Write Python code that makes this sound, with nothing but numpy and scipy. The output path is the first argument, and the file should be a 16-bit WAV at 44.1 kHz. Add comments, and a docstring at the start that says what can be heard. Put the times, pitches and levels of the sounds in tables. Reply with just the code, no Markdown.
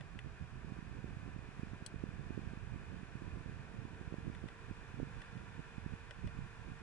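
"""Car blower stepped up

Inside a car a finger steps up the blower on the climate panel, close to a handheld camera.
Turbulent air from the vents excites the resonances of ducts and cabin, and the fan's faint blade
tone rises with its speed. The jet buffets the right microphone port over a low rumble.
The rocker button clicks, and a bit of hard plastic ticks once: impacts that ring damped modes."""
import sys
import numpy as np
from scipy import signal
from scipy.fft import rfft, irfft
from scipy.io import wavfile
from scipy.ndimage import uniform_filter1d

SR = 44100
rng = np.random.default_rng(int(sys.argv[2]) if len(sys.argv) > 2 else 0)


def transcribe(signal):
    """Save signal, clipped to [-1, 1], as a 16-bit WAV file at the path in sys.argv[1]."""
    frames = np.atleast_2d(signal).T
    limited = np.clip(frames, -1, 1)
    pcm = np.round(limited * 32767).astype(np.int16)
    wavfile.write(sys.argv[1], SR, pcm)


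N = 300762
TIME = np.arange(N) / SR
FREQ = np.maximum(np.arange(N // 2 + 1) * SR / N, 1)


def undb(db):
    """Amplitude ratio of a level in decibels."""
    return 10 ** (np.asarray(db) / 20)


def curves(table):
    """Linear interpolation of each column of a time table."""
    times, *columns = np.transpose(table)
    return [np.interp(TIME, times, column) for column in columns]


def add(track, onset_s, sound):
    """Superposition of a short sound on a track."""
    start = int(onset_s * SR)
    a, b = max(start, 0), min(start + sound.shape[-1], N)
    if b > a:
        track[..., a:b] += sound[..., a - start:b - start]


def wander(rate_hz):
    """Sample-and-hold noise, smoothed twice; its standard deviation is near 1."""
    hold = int(SR / rate_hz)
    steps = rng.standard_normal(N)[np.arange(N) // hold]
    return 1.18 * uniform_filter1d(uniform_filter1d(steps, hold), hold)


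def decay(t, t60):
    """Exponential damping: 60 dB in t60 seconds."""
    return np.exp(-np.log(1000) * t / t60)


def port_noise(spectrum, lift_db=0, lag_ms=0):
    """Partial coherence: two ports share part of a coloured noise, which may reach the right later."""
    hz, *columns = np.transpose(spectrum)
    left_db, right_db, coherence = (np.interp(np.log(FREQ), np.log(hz), c) for c in columns)
    coherence = np.clip(coherence, 0, 1)
    shared, own = rfft(rng.standard_normal((2, N))) * np.sqrt(SR / 2)
    delay = np.exp(-2j * np.pi * FREQ * lag_ms / 1000)
    right = coherence * shared * delay + np.sqrt(1 - coherence ** 2) * own
    return irfft(np.array([shared, right]) * undb(np.array([left_db, right_db]) + lift_db), N)


# Spectrum of the rushing air: f/Hz, left level/dB, right level/dB, coherence (0-1)
RUSH_SPECTRUM = [(200, -89.5, -89.5, 0.73), (622, -100, -98, 0.88), (955, -99.5, -93.5, 0.26),
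                 (1720, -97.5, -94.5, 0.97), (2170, -99, -96.5, 0.17), (2430, -99, -96, 0.87),
                 (3046, -102, -104, 0.07), (4200, -108, -109.5, 0.4), (4850, -108, -113, 0),
                 (6200, -111, -114, 0.07), (7730, -111, -115.5, 0.26), (8530, -116, -117.3, .05),
                 (9700, -117, -117.5, 0.9)]
# Standing waves of ducts and cabin:
# f/Hz, bandwidth/Hz, left gain/dB, right gain/dB, further gain at full fan speed/dB
CABIN_MODES = [(406, 110, 7.5, 3.5, 0), (515, 70, 7.5, 1, 0), (680, 110, 6.5, 7, -2.5),
               (774, 68, 8.5, 2, -1), (900, 80, 6.5, 2, 2), (978, 56, 6, 4.5, 2.5), (1037, 70, 9, -1, 0),
               (1110, 80, 2.5, 5, 0), (1180, 75, 10, 0, 0), (1280, 110, 1.5, 0, -4), (1345, 60, 7, -1, 1.5),
               (1415, 70, 5.5, 3, 2.5), (1520, 85, 7.5, 5, 0), (1610, 90, 7, 4, 0), (1730, 110, 3.5, 7, 0),
               (1830, 60, 4, 2, 1), (1920, 90, 1, -1, 2.5), (2070, 140, -1, 0, 0), (2230, 60, 2, 0, 0),
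               (2450, 120, 8.5, 6, 0), (2570, 110, 0, 3, 1), (2700, 90, 4, 1.5, 0),
               (2795, 60, -2.5, -3, 1.5), (2950, 100, 1.5, 0, 1.5), (3340, 130, -1, -1.5, 0),
               (3500, 160, 2.5, 1.5, 3), (4750, 500, 1.5, 0, -1), (5550, 150, 2, 1, 0),
               (6450, 150, 3, 0, 0), (7000, 140, 2.5, 1, 0), (9850, 160, 2, 0, 0)]


def vent_rush(blade_hz, hiss_db, roar_db, split_hz=600, flutter_db=0.43):
    """Resonance: broadband turbulence is coloured by the standing waves of ducts and cabin."""
    left_db, right_db, further_db = sum(
        np.outer(gains_db, np.exp(-np.log(2) * (2 * (FREQ - hz) / width) ** 2))
        for hz, width, *gains_db in CABIN_MODES)
    slow_air = port_noise(RUSH_SPECTRUM, np.array([left_db, right_db]), lag_ms=0.075)
    fast_air = irfft(rfft(slow_air) * undb(further_db), N)
    fast_share = (blade_hz / blade_hz.max()) ** 22  # comes in steeply near full speed
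    air = (1 - fast_share) * slow_air + fast_share * fast_air
    roar = irfft(rfft(air) / (1 + (FREQ / split_hz) ** 8), N)
    hiss = air - roar
    return roar * undb(roar_db + flutter_db * wander(14)) + hiss * undb(hiss_db + flutter_db * wander(7.4))


def blade_tone(blade_hz, level_db, third_db=-10, right_db=-1, waver_db=1.5, wobble=0.0012):
    """Periodic forcing: the blades sound a thin tone at their passing rate, and its third harmonic."""
    phase = 2 * np.pi * np.cumsum(blade_hz * (1 + wobble * wander(14))) / SR
    fundamental = np.sin(phase) * undb(waver_db * wander(12))
    third = np.sin(3 * phase) * undb(third_db + waver_db * wander(5.9))
    return np.sqrt(2) * np.outer(undb([0, right_db]), (fundamental + third) * undb(level_db))


# Course of the fan: t/s, blade-passing f/Hz, vent hiss gain/dB, duct roar gain/dB, tone level/dB
FAN_COURSE = [(0, 405, -1.5, -2, -80), (.5, 421, -1, 0, -77), (1.8, 438, 0.24, 2.5, -80),
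              (3.1, 447, 0, .8, -78), (3.5, 449.5, 0.5, 2.1, -71.3), (4.5, 457, 0.7, .3, -70.7),
              (5.6, 461, 0.9, -1, -70), (6.1, 459.5, 1, -3.5, -70.5), (6.82, 455, 0.6, -4, -70)]


def blower():
    """Fan noise is broadband plus tonal; as the fan speeds up, the weight moves from roar to hiss."""
    blade_hz, hiss_db, roar_db, tone_db = curves(FAN_COURSE)
    return vent_rush(blade_hz, hiss_db, roar_db) + blade_tone(blade_hz, tone_db)


# Draught on the right port between gusts: t/s, level/dB
DRAUGHT_LEVELS = [(0, -53), (.9, -47), (1.7, -51.5), (2.2, -47), (3.6, -49.5), (4.1, -48), (4.6, -50),
                  (6.82, -51)]
# Gusts from the vent at that port: crest t/s, level/dB, duration/s
VENT_GUSTS = [(0.13, -44.5, 0.027), (0.252, -45, 0.043), (0.562, -45, 0.036), (0.937, -44, 0.033),
              (1.073, -44.5, 0.031), (1.26, -43, 0.026), (2.004, -45.5, 0.013), (2.93, -44, 0.097),
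              (3.24, -40.5, 0.041), (3.357, -41, 0.038), (3.508, -41.5, 0.039), (3.78, -44, 0.072),
              (4.271, -39, 0.042), (4.71, -46, 0.035), (5.015, -38, 0.073), (5.171, -47, 0.029),
              (5.375, -43, 0.052), (5.581, -41.5, 0.031), (5.927, -44.5, 0.039), (6.258, -38, 0.032),
              (6.407, -47, 0.072), (6.699, -39.5, 0.027)]


def jet_level(lull_db=5.0, swing_hz=26):
    """Addition of powers: bell-shaped gusts on a draught that dips as it swings off the port; in dB."""
    draught_db, = curves(DRAUGHT_LEVELS)
    power = undb(draught_db - lull_db * wander(swing_hz) ** 2) ** 2
    for crest_s, db, duration in VENT_GUSTS:
        power += undb(db) ** 2 * np.exp(-np.pi * ((TIME - crest_s) / duration) ** 2)
    return 10 * np.log10(power)


# Spectrum of the low rumble: f/Hz, left level/dB, right level/dB, coherence (0-1)
RUMBLE_SPECTRUM = [(9.9, -101, -77, 0.4), (30, -86, -69, 0.1), (63, -73.5, -70, 0),
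                   (130, -85.5, -69.5, 0.62), (175, -92, -76, 0.62), (205, -93.5, -82, 0.93),
                   (244, -100, -98, 1), (390, -108, -108, 0), (940, -135, -135, 0.4)]


def rumble(jet_db, depth=0.54, waver_db=1.7):
    """Amplitude modulation: low noise on both ports wavers, and partly rises and falls with the jet."""
    push = undb(jet_db) / np.sqrt(np.mean(undb(jet_db) ** 2))
    return port_noise(RUMBLE_SPECTRUM) * undb(waver_db * wander(7.6)) * (1 - depth + depth * push)


def add_eddy(track, centre_s, db, hz, phase_turns, half_s=0.025, smoothness=3.16):
    """Vortex convection: one pressure swing at a port, higher for a small, fast eddy; phase skews it."""
    t = np.arange(-half_s, half_s, 1 / SR)
    bearing = np.arctan(2 * np.pi * hz * t / smoothness)
    swing = np.cos(bearing) ** smoothness * np.cos(smoothness * bearing + 2 * np.pi * phase_turns)
    taper = 1 - (t / half_s) ** 2
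    add(track, centre_s - half_s, undb(db) * swing * taper)


# The strongest eddies, heard as single thumps: t/s, level/dB, f/Hz
STRONG_EDDIES = [(0.158, -33.5, 165), (0.273, -35.5, 159), (0.413, -32.5, 128), (0.426, -31, 137),
                 (0.558, -34, 156), (0.647, -31, 172), (0.696, -38.5, 190), (0.723, -28.5, 184),
                 (0.79, -31, 170), (0.827, -33.5, 160), (0.916, -32, 110), (1.044, -29.5, 280),
                 (1.171, -30.5, 130), (1.232, -32, 163), (1.279, -31.5, 180), (1.364, -30, 202),
                 (1.391, -34, 130), (1.49, -33, 159), (1.596, -30, 153), (1.634, -25.5, 205),
                 (1.673, -35, 169), (1.735, -31.5, 221), (1.825, -31, 191), (1.943, -30.5, 218),
                 (1.963, -30, 119), (2.039, -23.5, 258), (2.091, -30, 124), (2.139, -34, 150),
                 (2.195, -33.5, 156), (2.268, -32.5, 130), (2.307, -26, 259), (2.346, -33, 150),
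                 (2.378, -24.5, 281), (2.393, -30.5, 210), (2.419, -35, 150), (2.475, -30, 130),
                 (2.536, -31.5, 230), (2.575, -30.5, 172), (2.675, -35, 131), (2.738, -30.5, 131),
                 (2.761, -29.5, 184), (3.033, -31.5, 166), (3.155, -29.5, 185), (3.281, -33, 190),
                 (3.365, -35, 212), (3.461, -30.5, 195), (3.569, -35, 150), (3.789, -32.5, 125),
                 (3.853, -29.5, 210), (3.933, -35, 250), (4.014, -31, 201), (4.078, -29, 135),
                 (4.125, -27.5, 255), (4.142, -28, 373), (4.185, -30, 201), (4.279, -31, 220),
                 (4.3, -29, 225), (4.441, -27.5, 265), (4.46, -32, 246), (4.712, -29, 190),
                 (5.001, -27, 385), (5.031, -23.5, 244), (5.595, -31, 130), (5.783, -28, 159),
                 (5.864, -26.5, 190), (5.939, -31, 156), (6.244, -31, 200), (6.269, -31, 167),
                 (6.39, -28.5, 156), (6.719, -32, 137)]


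def buffeting(jet_db, eddy_hz=168, highest_hz=300, spread_octaves=0.52, count=1100, lee_db=-19):
    """Pseudo-sound: eddies beat on the right port; the left, in the lee, meets weak ones of its own."""
    # a faster jet carries the eddies past sooner, so they sound higher
    passing_hz = eddy_hz * 2 ** (0.029 * (jet_db - np.median(jet_db)))
    swirl, thumps = np.zeros((2, N)), np.zeros(N)
    for port in swirl:
        placings, scatters = rng.random((count, 2)), rng.standard_normal((count, 2))
        for (when, phase_turns), (pitch, weakness) in zip(placings, scatters):
            hz = min(passing_hz[int(when * N)] * 2 ** (spread_octaves * pitch), highest_hz)
            add_eddy(port, when * N / SR, -0.5 * weakness, hz, phase_turns)
    # a strong eddy hits head on: a push, then suction
    for centre_s, db, hz in STRONG_EDDIES:
        add_eddy(thumps, centre_s, db, hz, phase_turns=0.25 + 0.12 * rng.standard_normal())
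    left, right = swirl / np.std(swirl) * undb(jet_db - 0.84)
    return np.array([left * undb(lee_db), right + thumps])


def reflections(sound, level_db=-6, t60=0.04):
    """Diffuse scattering: dashboard and glass return a short tail."""
    t = np.arange(sound.shape[1]) / SR
    response = rng.standard_normal(sound.shape) * decay(t, t60)
    response /= np.linalg.norm(response, axis=1, keepdims=True)
    return undb(level_db) * signal.fftconvolve(response, sound, axes=1)[:, :len(t)]


def snaps(events, modes, crack_db, seat_db, seat_s, right_db, contact_s, diffuse_hz=9000):
    """Impact excitation: a snap cracks and rings the modes near its centre, again as the part seats."""
    out, t = np.zeros((2, N)), np.arange(SR // 10) / SR
    hz, mode_db, t60 = np.transpose(modes)[:, :, None]
    polarity = (-1) ** np.arange(len(hz))[:, None]
    attack = np.minimum(t / contact_s, 1)
    for onset_s, db, centre_hz, octaves, *_ in events:
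        drive = polarity * undb(mode_db) / (1 + (np.log2(hz / centre_hz) / octaves) ** 2)
        drive /= np.linalg.norm(drive)
        for delay_s, blow_db in (0, 0), (seat_s, seat_db):
            # low modes reach both ports in phase, high ones out of phase
            phase_turns = (rng.random((2, *hz.shape)) - 0.5) * hz / diffuse_hz
            ring = np.sum(drive * np.sin(2 * np.pi * (hz * t + phase_turns)) * decay(t, t60), axis=1)
            crack = undb(crack_db) * rng.standard_normal(len(t)) * decay(t, t60=0.014)
            snap = (ring + crack) * attack
            add(out, onset_s + delay_s, (snap + reflections(snap)) * undb(db + blow_db))
    return out * undb([[0], [right_db]])


# Button pressed and let go: t/s, level/dB, centre f/Hz, spread/octaves, panel knock level/dB
BUTTON_STROKES = [(.0082, -41, 2000, 1.5, -54), (.1893, -36.3, 2500, .35, -62),
                  (4.3485, -42.6, 1800, 1.6, -60), (4.485, -40.7, 1950, 2, -60),
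                  (5.2176, -39.4, 2100, 1.5, -60), (5.3765, -50, 1780, 1.2, -64),
                  (6.1084, -36.8, 2250, 1.4, -52), (6.273, -41.5, 1600, 2.6, -53)]
# Modes of the button: f/Hz, level/dB, T60/s
BUTTON_MODES = [(950, -7, 0.025), (1410, -3.5, .02), (1580, -3, 0.02), (1830, 1, 0.021), (2000, -1.5, .017),
                (2520, -4, 0.013), (2780, -3, 0.013), (3020, -7, .014), (3480, -4.5, 0.02),
                (4200, -10, 0.012), (5050, -8, 0.012), (5600, -9, 0.012), (7200, -11, 0.011),
                (7950, -8, 0.01), (9200, -15, 0.008)]


def rocker_button(panel_hz=585, panel_t60=0.06):
    """Structural coupling: each stroke rings the button and knocks one low mode of the panel behind."""
    clicks = snaps(BUTTON_STROKES, BUTTON_MODES,
                   crack_db=-17, seat_db=-9, seat_s=0.0026, right_db=-5, contact_s=0.0005)
    knocks, t = np.zeros(N), np.arange(SR // 10) / SR
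    knock = np.sin(2 * np.pi * panel_hz * t) * decay(t, panel_t60)
    for onset_s, *_, knock_db in BUTTON_STROKES:
        add(knocks, onset_s, undb(knock_db) * knock)
    return clicks + knocks


# One sharp tick of hard plastic: t/s, level/dB, centre f/Hz, spread/octaves
PLASTIC_SNAP = [(1.8626, -33.3, 7000, 3.4)]
# Modes of that plastic: f/Hz, level/dB, T60/s
PLASTIC_MODES = [(2980, -6, .025), (3330, -5, 0.025), (4030, -3.5, 0.028), (4420, 1.5, 0.02),
                 (5300, -10, .015), (5900, -4.5, 0.02), (6250, -6, .015), (7000, -8, 0.012),
                 (7880, 6, 0.02), (8500, -1.5, 0.012), (9050, -2, 0.01), (9700, 2, 0.011),
                 (11000, -4, .008)]


def plastic_tick():
    """Free vibration: a very brief contact rings the high, quickly damped modes of hard plastic."""
    return snaps(PLASTIC_SNAP, PLASTIC_MODES,
                 crack_db=-8, seat_db=-16, seat_s=0.0048, right_db=-8, contact_s=0.0003)


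def scene():
    """Superposition of blower, rumble, buffeting and clicks; one jet drives rumble and buffeting."""
    jet_db = jet_level()
    clicks = rocker_button() + plastic_tick()
    return blower() + rumble(jet_db) + buffeting(jet_db) + clicks


def record(dry, rolloff_hz=10400, cutoff_hz=11700):
    """Band limiting: the camera rolls off the top treble, then cuts it."""
    softened = signal.sosfilt(signal.butter(16, rolloff_hz, fs=SR, output="sos"), dry)
    return signal.sosfilt(signal.ellip(10, 0.2, 70, cutoff_hz, fs=SR, output="sos"), softened)


dry = scene()
out = record(dry)
transcribe(out)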